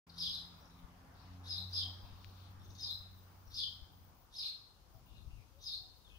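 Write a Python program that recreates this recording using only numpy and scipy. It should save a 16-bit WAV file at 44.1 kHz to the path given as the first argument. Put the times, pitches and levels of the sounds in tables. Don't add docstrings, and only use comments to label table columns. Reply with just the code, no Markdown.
import sys
import numpy as np
from scipy import signal
from scipy.fft import rfft, irfft, next_fast_len
from scipy.io import wavfile
from scipy.ndimage import uniform_filter1d, map_coordinates

SR = 44100
rng = np.random.default_rng(int(sys.argv[2]) if len(sys.argv) > 2 else 0)


def ratio_of_db(decibels):
    return 10 ** (np.asarray(decibels, float) / 20)


def wav_out(sig):
    wavfile.write(sys.argv[1], SR, np.round(np.clip(np.atleast_2d(sig).T, -1, 1) * 32767).astype(np.int16))


N = 272538

# (time from onset [s], pitch [Hz], level [dB])
FALLING_SHAPE = [
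    [(-.04, 3800, -62), (0, 3940, -10), (.007, 4900, 1.5), (.02, 5000, -0.5), (.029, 5240, 5), (.038, 4960, 3.5), (.058, 4890, 8.5), (.072, 4900, -26), (.085, 4900, -53)],
    [(.026, 4950, -45), (.031, 4840, -4), (.038, 4050, 1), (.05, 3970, 3), (.07, 4010, 4.5), (.088, 3780, -0.5), (.1, 3210, 6), (.112, 3120, -3), (.124, 3080, -47)],
]
TWO_STEP_SHAPE = [
    [(-.045, 3600, -40), (-.025, 3680, -21.5), (0, 3800, -8), (.008, 5200, -3), (.022, 5128, -4.5), (.034, 4980, 8.5), (.055, 4950, -9), (.066, 4930, -18), (.076, 4900, -39)],
    [(.032, 4900, -38), (.037, 4650, -4), (.045, 4100, 3.5), (.06, 4100, -3), (.076, 3950, -2.5), (.087, 3550, 0), (.1, 3850, 5.5), (.113, 4080, 6), (.124, 4100, -47)],
]
# (time [s], upper level [dB], lower level [dB], length factor [-], last pitch raised by [Hz])
FALLING_CHIRPS = [
    (.177, -43.5, -44.5, 0.93, 160),
    (1.725, -44, -43.5, 0.92, 10),
    (3.537, -45.5, -43.5, .98, 8.4),
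]
TWO_STEP_CHIRPS = [
    (0.262, -45.5, -46.5, 0.83, 10),
    (1.476, -44, -46, 1.015, 60),
    (2.797, -45, -47, 1.04, 10),
    (4.354, -45, -44.5, 1.01, 370),
    (5.631, -47.5, -45.5, 1.04, 370),
]
# (order [-], level [dB])
OVERTONES = [(2, -24), (3, -24.5)]
# (frequency [Hz], gain [dB])
BEAK = [(1500, -8.5), (2600, 6.5), (3200, 2), (5600, 1), (7200, -16), (8300, -8.5), (9300, -11),
        (11000, 7.5), (13000, -1), (16000, -4)]
# (frequency [Hz], level [dB per Hz])
WINDPIPE = [(1800, -30), (2900, -9), (3700, 11.5), (5000, 4.5), (6400, 3), (7200, 0.5), (9000, -16.5),
            (11000, -13.5), (16000, -21)]
# (time [s], length [s], first pitch [Hz], last pitch [Hz], level [dB])
FAR_NOTES = [(0.598, 0.066, 5670, 5400, -81.5), (0.7, 0.093, 4000, 3680, -84.5),
             (1.711, 0.032, 5550, 5840, -76), (1.907, 0.06, 5590, 5840, -84),
             (3.462, 0.067, 5600, 5680, -79), (3.094, 0.027, 3750, 4330, -86),
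             (5.075, 0.056, 3610, 3710, -82), (5.146, .04, 4170, 3970, -75.5),
             (5.362, 0.047, 2700, 2180, -82), (6.068, 0.063, 3360, 3220, -81.5)]
# (time [s], length [s], first pitch [Hz], last pitch [Hz], level [dB])
FAR_RASPS = [
    (1.14, 0.2, 3806, 4430, -83),
    (2.03, 0.18, 4200, 3490, -80),
    (2.198, 0.17, 4350, 4250, -79.5),
    (2.371, 0.1, 3920, 3116, -78.5),
]
# (time [s], length [s], first pitch [Hz], last pitch [Hz], level [dB])
OPEN_NOTES = [(.14, 0.028, 3900, 4400, -93), (1.21, 0.035, 5250, 5200, -85), (2.595, 0.07, 3650, 3500, -81),
              (2.593, 0.11, 5500, 5590, -85.5), (2.64, .025, 6200, 6640, -70),
              (4.92, 0.046, 4980, 4980, -89), (5.06, 0.057, 2790, 2830, -85.5),
              (5.13, 0.042, 2860, 2750, -82), (5.301, 0.043, 2690, 2880, -83),
              (6.099, 0.068, 2550, 2580, -83.5), (6.149, 0.04, 2900, 3280, -76)]
# (time [s], length [s], first pitch [Hz], last pitch [Hz], level [dB])
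OPEN_RASPS = [
    (0.093, 0.012, 4800, 3740, -65),
    (2.7, 0.017, 5700, 6600, -66.5),
    (2.749, 0.015, 6340, 6500, -66.5),
    (2.779, 0.055, 6150, 6180, -67.5),
    (4.422, 0.0181, 2132, 3190, -67.5),
    (4.461, .02, 3190, 2110, -70),
]
# (time [s], length [s], first pitch [Hz], last pitch [Hz], level [dB])
CLEAR_NOTES = [
    (6.045, 0.036, 3780, 3260, -68.5),
]
# (direct sound over echo [dB], warble depth [Hz])
NOTE_KINDS = [
    (-3, 262),
    (-9.5, 1100),
    (0.5, 85),
    (-1, 390),
    (11, 30),
]
# (frequency [Hz], time to fall 60 dB [s])
WALL_ECHOES = [(2500, 0.3), (4000, 0.32), (5500, 0.37), (8000, 0.51), (12000, 0.31)]
# (delay [s], delay [s])
FLAT_WALL_DELAYS = (.044, 0.035)
# (frequency [Hz], left over right [dB])
PORTS = [(60, 1.5), (110, -1), (200, 2), (380, 1.5), (700, 5), (1290, 0), (2380, 1), (4400, 9.5),
         (8120, -4.5), (15000, -1)]
# (frequency [Hz], correlation [-])
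ALIKE = [(60, 0.73), (150, 0.95), (380, 0.63), (950, 0.24), (2380, -0.066), (5980, -0.012), (15000, 0.015)]
# (time [s], firing rate [Hz], drone level [dB])
ENGINE = [(.07, 84.23, -64), (.33, 86, -59.5), (.76, 86.25, -76), (1.1, 87.95, -71), (1.3, 89.85, -53.5),
          (1.6, 91.13, -48.5), (1.85, 91.06, -46), (2.15, 92.93, -58), (2.3, 94.2, -54), (3.7, 93, -60),
          (4.1, 91, -63), (4.35, 91, -102)]
# (order 2 level [dB], order 3 level [dB])
HIGHER_ORDERS = [-67.5, -74]
# (time [s], half length [s], order [-], level [dB])
SWELLS = [
    (0.222, 0.076, 2, -61),
    (.85, 0.082, 2, -67),
    (1.346, 0.078, 2, -64),
    (1.62, 0.06, 2, -59.5),
    (1.88, 0.062, 2, -67.5),
    (0.982, .12, 3, -74),
    (1.35, 0.11, 3, -65),
    (1.862, 0.056, 3, -66),
    (3.578, 0.057, 3, -76),
]
# (frequency [Hz], level [dB per Hz])
RUMBLE = [(15, -38), (25, -8), (54, 5.5), (182, -4), (237, -9.5), (345, -14.5), (450, -25), (580, -41),
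          (990, -120)]
# (frequency [Hz], level [dB per Hz])
TYRES = [(180, -11), (300, -4.5), (393, -7), (588, -4.5), (628, -7.5), (729, -1), (1200, -1), (1910, -10.5),
         (2800, -14.5), (3640, -22), (6160, -120)]
# (time [s], length [s], level [dB])
SONG = [(0.196, 0.17, -74), (0.45, .054, -79), (0.551, 0.091, -76), (0.742, 0.084, -80), (1.372, .044, -80),
        (1.5, .1, -90), (1.659, 0.32, -75.5), (1.997, 0.11, -76), (2.137, .32, -77), (2.49, .05, -76),
        (2.62, 0.16, -78), (2.793, 0.047, -72), (2.856, .19, -74), (3.094, 0.7, -76), (3.798, 0.09, -77),
        (3.9, 0.22, -76), (4.14, 0.12, -75), (4.381, 0.091, -78), (4.894, .115, -76), (5.045, .065, -77),
        (5.551, 0.094, -80), (5.633, 0.13, -75), (5.79, 0.068, -77), (5.948, 0.076, -79), (6.15, .05, -79)]
# (frequency [Hz], level [dB per Hz])
WING = [(13500, -65), (14300, -16), (14650, 11), (15050, 9), (15550, 7), (16000, -16)]
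# (frequency [Hz], level [dB per Hz])
BUFFET = [(15, -24), (45, 3.5), (110, -1), (200, -21), (400, -26), (800, -82)]
# (time [s], half length [s], buffet level [dB])
GUSTS = [
    (1.55, 0.17, -83),
    (2.1, 0.2, -68),
    (2.62, 0.1, -65.5),
    (3.12, 0.23, -66),
    (3.6, 0.12, -68),
    (4.0, 0.25, -73),
    (5.03, 0.2, -73.5),
    (5.29, 0.1, -59),
    (5.6, 0.74, -69),
    (6.17, 0.097, -69),
]
# (time [s], peak level [dB], crispness [dB])
PUFFS = [(0.298, -70, 3), (0.819, -49, -14), (1.129, -64, -10), (1.583, -52, -15), (2.021, -46, -14),
         (2.099, -54, -4), (2.261, -47.5, -16), (2.56, -60, 0), (2.668, -42, -12.5), (2.978, -50, -17),
         (3.359, -61, -17), (3.457, -46, -30), (3.52, -49, -24), (3.802, -52.5, -4.5), (4.055, -89, -2),
         (4.419, -64, -10), (4.933, -61.5, 1), (5.096, -49, -17), (5.249, -59, 9), (5.311, -54.5, 0.5),
         (5.368, -59, 5), (5.628, -65, 5), (6.079, -77, -39)]
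# (time [s], half length [s], pitch [Hz], level [dB])
HOOTS = [
    (4.963, 0.036, 640, -68.5),
    (4.96, 0.049, 770, -71),
    (5.574, .035, 550, -68.5),
    (5.843, 0.045, 747, -71),
]
# (time [s], peak level [dB], left over right [dB])
SNAPS = [
    (2.2455, -46, 20.5),
]
# (frequency [Hz], level [dB per Hz])
AIR = [(1060, 2), (1800, -15), (3110, -4.5), (3930, -5), (4430, -4), (4980, -2.5), (6660, -7), (7300, -12),
       (13800, -10), (15100, -6.5), (15800, -12.5)]

VOICE_SIZE = 12000
WARBLE_PER_S, CHIRP_BREATH_DB = 76, -17.5
GASP_DB, GASP_S = -24, 0.035
FALLING_WARBLE_HZ, TWO_STEP_WARBLE_HZ = 638, 431
PERCH_PAN_DB = 3
PAUSE_S, LEAD_S, LEAD_LENGTH_S = .6, .021, .055
LEAD_HZ, LEAD_RISE_HZ, LEAD_DB, LEAD_WARBLE_HZ = 5970, 250, -22.5, 400
FLAT_WALL_DB = -6.5
HIGHER_FADE_DB_PER_S, UNSTEADY_DB = 3, 4
NEAREST_S, PASS_S = 1.48, 1.32
RUMBLE_DB, TYRE_DB, RUMBLE_FALLS = -62.5, -67.5, 0.78
SONG_EDGE_S, CALM_DB = 0.033, -80.5
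START_S, TOP_HZ = .066, 15770


def birds():
    out = np.zeros((2, N))
    for (upper, lower), chirps, warble_hz in (
            (FALLING_SHAPE, FALLING_CHIRPS, FALLING_WARBLE_HZ),
            (TWO_STEP_SHAPE, TWO_STEP_CHIRPS, TWO_STEP_WARBLE_HZ)):
        for s, upper_db, lower_db, length, raised_hz in chirps:
            stretch = [length, 1, 1]
            ending = np.outer(np.clip(np.arange(len(lower)) - 5, 0, 2) / 2, [0, raised_hz, 0])
            upper_side = np.array(upper) * stretch + [0, 0, upper_db]
            lower_side = np.array(lower) * stretch + [0, 0, lower_db] + ending
            sing(out, s, (upper_side, lower_side), warble_hz, PERCH_PAN_DB, direct_db=-4.5,
                 rasp=0.1054, buzz_db=2.23, breath_db=CHIRP_BREATH_DB)
    last = -np.inf
    for s, _, lower_db, *_ in sorted(FALLING_CHIRPS + TWO_STEP_CHIRPS):
        if s - last > PAUSE_S:
            note(out, s - LEAD_S, LEAD_LENGTH_S, LEAD_HZ, LEAD_HZ + LEAD_RISE_HZ,
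                 lower_db + LEAD_DB, -6.5, LEAD_WARBLE_HZ)
        last = s
    groups = (FAR_NOTES, FAR_RASPS, OPEN_NOTES, OPEN_RASPS, CLEAR_NOTES)
    for notes, kind in zip(groups, NOTE_KINDS):
        for row in notes:
            note(out, *row, *kind)
    return filtered(out, lambda hz: ratio_of_db(along(BEAK, hz)))


def note(add, s, length, first_hz, last_hz, db, direct_db, warble_hz):
    share = np.array([0, .2, .8, 1])
    swell_db = np.array([-4, -1.0, -6, 0.5]) + db + 5.5 - max(direct_db, 0)
    sung = np.transpose([share * length, first_hz + share * (last_hz - first_hz), swell_db])
    silent = sung - [0, 0, 200]
    breath_db = warble_hz / 70 - 12.5 - 15 * (warble_hz < 50)
    sing(add, s, (silent, sung), warble_hz, pan_db=7, direct_db=direct_db, rasp=.9,
         buzz_db=min(4, warble_hz / 25), breath_db=breath_db)


def sing(add, s, sides, warble_hz, pan_db, direct_db, rasp, buzz_db, breath_db):
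    (upper_s, upper_hz, upper_db), (lower_s, lower_hz, lower_db) = map(np.transpose, sides)
    t = np.arange(VOICE_SIZE) / SR + upper_s[0]
    upper = ratio_of_db(np.interp(t, upper_s, upper_db, right=-200))
    lower = ratio_of_db(np.interp(t, lower_s, lower_db, left=-200, right=-200))
    low_hz = np.interp(t, lower_s, lower_hz)
    ending = np.interp(t, lower_s[-4] + np.array([-.012, .002]), [1, 0.302 + .7 * rasp])
    depth = np.clip((low_hz - 3050) / 700, .1, 1) * ending
    high_hz = np.interp(t, upper_s, upper_hz)
    flow = upper * whistle(t, high_hz, 0.18 * warble_hz, 0.66 * buzz_db, rasp)
    flow = flow + lower * whistle(t - lower_s[1], low_hz, depth * warble_hz, buzz_db, rasp)
    size = upper + lower + 1e-12
    tone = flow + size * sum(ratio_of_db(db) * (flow / size) ** k for k, db in OVERTONES)
    gasp = ratio_of_db(upper_db.max() + GASP_DB - breath_db) * np.exp(-(t / GASP_S) ** 2)
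    hz = np.fft.rfftfreq(len(t), 1 / SR)
    breath = irfft(rfft(rng.standard_normal(len(t))) * ratio_of_db(along(WINDPIPE, hz)))
    puffing = ratio_of_db(3.4 * wobble(250, size=VOICE_SIZE))
    tone = tone + ratio_of_db(breath_db) * (size + gasp) * unit(breath) * puffing
    tone = tone * np.clip((t - t[0]) / 0.0038, 0, 1)
    heard = signal.fftconvolve(tone[None], garden(direct_db), axes=1) * panned(pan_db)
    place = add[:, round((s + upper_s[0]) * SR):]
    place[:, :heard.shape[1]] += heard[:, :place.shape[1]]


def whistle(t, hz, warble_hz, buzz_db, rasp):
    even = np.cos(2 * np.pi * WARBLE_PER_S * t + 0.29 * wobble(30.13, size=VOICE_SIZE))
    warble = (1 - rasp) * even + rasp * wobble(500, size=VOICE_SIZE)
    beats = np.cos(2 * np.pi * 185 * t + 4.66 * wobble(58.7, size=VOICE_SIZE))
    flutter = ratio_of_db(buzz_db * (1.015 * wobble(703.7, size=VOICE_SIZE) + 1.5 * beats))
    return flutter * np.cos(2 * np.pi * np.cumsum(hz + warble_hz * warble) / SR)


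def garden(direct_db):
    size = 22000
    hz, t, z = signal.stft(rng.standard_normal((2, size)), SR, nperseg=256)
    near = ratio_of_db(-60 * t / along(WALL_ECHOES, hz)[:, None])
    far = ratio_of_db(-8.5 - 60 * t / 0.7)
    build_up = 1 - np.exp(-t / 0.00061)
    tail = signal.istft(z * (near + far) * build_up, SR, nperseg=256)[1][:, :size]
    tail = tail * ratio_of_db(3.54 * np.array([wobble(298.3, size=size), wobble(299.3, size=size)]))
    tail = tail / np.linalg.norm(tail[0])
    tail[[0, 1], [0, 8]] = ratio_of_db(direct_db)
    tail[[0, 1], [round(s * SR) for s in FLAT_WALL_DELAYS]] += ratio_of_db(direct_db + FLAT_WALL_DB)
    return tail


def traffic():
    hz, drone_db = curves(ENGINE)
    t = np.arange(N) / SR
    phase = 2 * np.pi * np.cumsum(hz + 0.4 * wobble(3.82)) / SR
    gone_db = np.interp(t, [4.1, 4.4], [0, -40])
    paths = np.array([wobble(2.23), wobble(3.71)])
    sizes = [ratio_of_db(drone_db + 0.41 * wobble(6.9))]
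    for order, db in enumerate(HIGHER_ORDERS, 2):
        swells = humps([(s, half, peak_db) for s, half, k, peak_db in SWELLS if round(k) == order])
        sizes.append(ratio_of_db(db - HIGHER_FADE_DB_PER_S * t + UNSTEADY_DB * wobble(6.375)) + swells)
    drone = sum(ratio_of_db(1.0 + gone_db) * size * np.sin(order * phase + 0.15 * paths)
                for order, size in enumerate(sizes, 1))
    far_db = -10 * np.log10(1 + ((t - NEAREST_S) / PASS_S) ** 2)
    rumble_size = ratio_of_db(RUMBLE_DB + RUMBLE_FALLS * far_db + 2.2 * wobble(3.31))
    tyre_size = ratio_of_db(TYRE_DB + far_db + 3.0 + 0.15 * wobble(3.86))
    rumble = rumble_size * rush(RUMBLE, patchy_db=0.0)
    return drone + rumble + tyre_size * rush(TYRES, patchy_db=2.0)


def cricket():
    turns = np.cumsum(65.0 + 1.5 * wobble(9.0)) / SR
    alternate = 0.64 * np.cos(np.pi * turns)
    strokes = ratio_of_db(3 * np.cos(2 * np.pi * turns) + alternate + 0.91 * wobble(90))
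    wing = filtered(rng.standard_normal((2, N)), lambda hz: ratio_of_db(along(WING, hz)))
    t = np.arange(N) / SR
    bursts = sum(ratio_of_db(db) * np.clip(np.minimum(t - s, s + length - t) / SONG_EDGE_S + .3, 0, 1)
                 for s, length, db in SONG)
    return bursts * ratio_of_db(0.92 * wobble(12)) * unit(strokes * wing) * ratio_of_db([[5.5], [-14]])


def wind():
    buffet = unit(filtered(rng.standard_normal((2, N)), lambda hz: ratio_of_db(along(BUFFET, hz))))
    strength = (ratio_of_db(CALM_DB) + humps(GUSTS)) * ratio_of_db(1.5 + 0.75 * wobble(22))
    out = strength * buffet * ratio_of_db([[4], [-8]])
    t = np.arange(4000) / SR
    for s, db, crisp_db in PUFFS:
        swell = np.exp(-((t - .035) / 0.013) ** 2)
        push = np.sin(2 * np.pi * 48 * t + rng.uniform(0, 2 * np.pi))
        rattle = ratio_of_db(crisp_db + 9.0) * wobble(262.0, size=4000)
        puff = ratio_of_db(db) * swell * (push + rattle)
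        place = out[:, round(s * SR) - 400:][:, :4000]
        place += puff[:place.shape[1]] * ratio_of_db([[0], [-17]])
    return out


def dove():
    t = np.arange(N) / SR
    return sum(humps([(s, half, db)]) * np.sin(2 * np.pi * hz * t + 2.7 * wobble(30))
               for s, half, hz, db in HOOTS)


def twig():
    out = np.zeros((2, N))
    t = np.arange(200) / SR
    for s, db, pan_db in SNAPS:
        snap = ratio_of_db(db + 5.0 - 60 * t / 0.0012) * np.cos(2 * np.pi * 2600 * t)
        out[:, round(s * SR):][:, :len(t)] += snap * panned(pan_db)
    return filtered(out, lambda hz: 1 / (1 + (1200 / (hz + 1)) ** 4) / (1 + (hz / 7000) ** 6))


def air():
    return ratio_of_db(-71.0) * rush(AIR, patchy_db=.8) * ratio_of_db(.6 * wobble(3))


def rush(spectrum, patchy_db):
    z = signal.stft(rng.standard_normal((2, N)), nperseg=512)[2]
    patches = uniform_filter1d(rng.standard_normal(z.shape[1:]), 6, 0)
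    patches = unit(uniform_filter1d(patches, 14, 1))
    pair = signal.istft(z * ratio_of_db(patchy_db * patches), nperseg=512)[1][:, :N]

    def middle_and_side(hz):
        turn = np.arccos(np.clip(along(ALIKE, hz), -1, 1)) / 2
        return ratio_of_db(along(spectrum, hz)) * [np.cos(turn), np.sin(turn)]

    mid, side = filtered(pair, middle_and_side)
    return unit(np.array([mid + side, mid - side]))


def humps(rows):
    t = np.arange(N) / SR
    return sum(ratio_of_db(db) * np.exp(-((t - s) / half) ** 2) for s, half, db in rows)


def panned(db):
    return ratio_of_db([[db / 2], [-db / 2]])


def unit(x):
    return x / np.sqrt(np.mean(x ** 2) + 1e-20)


def along(points, hz):
    f, v = np.transpose(points)
    return np.interp(np.log(hz + 1), np.log(f + 1), v)


def curves(rows):
    s, *columns = np.transpose(rows)
    return [np.interp(np.arange(N) / SR, s, column) for column in columns]


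def wobble(rate, size=N):
    knots = rng.standard_normal(int(size * rate / SR) + 4)
    return map_coordinates(knots, [np.arange(size) * rate / SR])


def filtered(x, response):
    m = next_fast_len(N + 8192)
    return irfft(rfft(x, m) * response(np.fft.rfftfreq(m, 1 / SR)), m)[..., :N]


def scene():
    halves = np.array([[.5], [-.5]])
    low_ports = lambda hz: ratio_of_db(0.85 * along(PORTS, np.minimum(hz, 3000)) * halves)
    high_ports = lambda hz: ratio_of_db(4.3 * along(PORTS, hz) * (hz > 6500) * halves)
    ground = filtered(traffic() + air(), low_ports)
    return filtered(birds(), high_ports) + ground + wind() + cricket() + twig() + dove()


def roll_off(x):
    return signal.sosfilt(signal.butter(12, 16880, fs=SR, output="sos"), x)


def record(dry):
    opened = dry * np.clip((np.arange(N) / SR - START_S) / 0.0045, 0, 1)
    mix = filtered(opened, lambda hz: hz < TOP_HZ)
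    return roll_off(mix)


dry = scene()
out = record(dry)
wav_out(out)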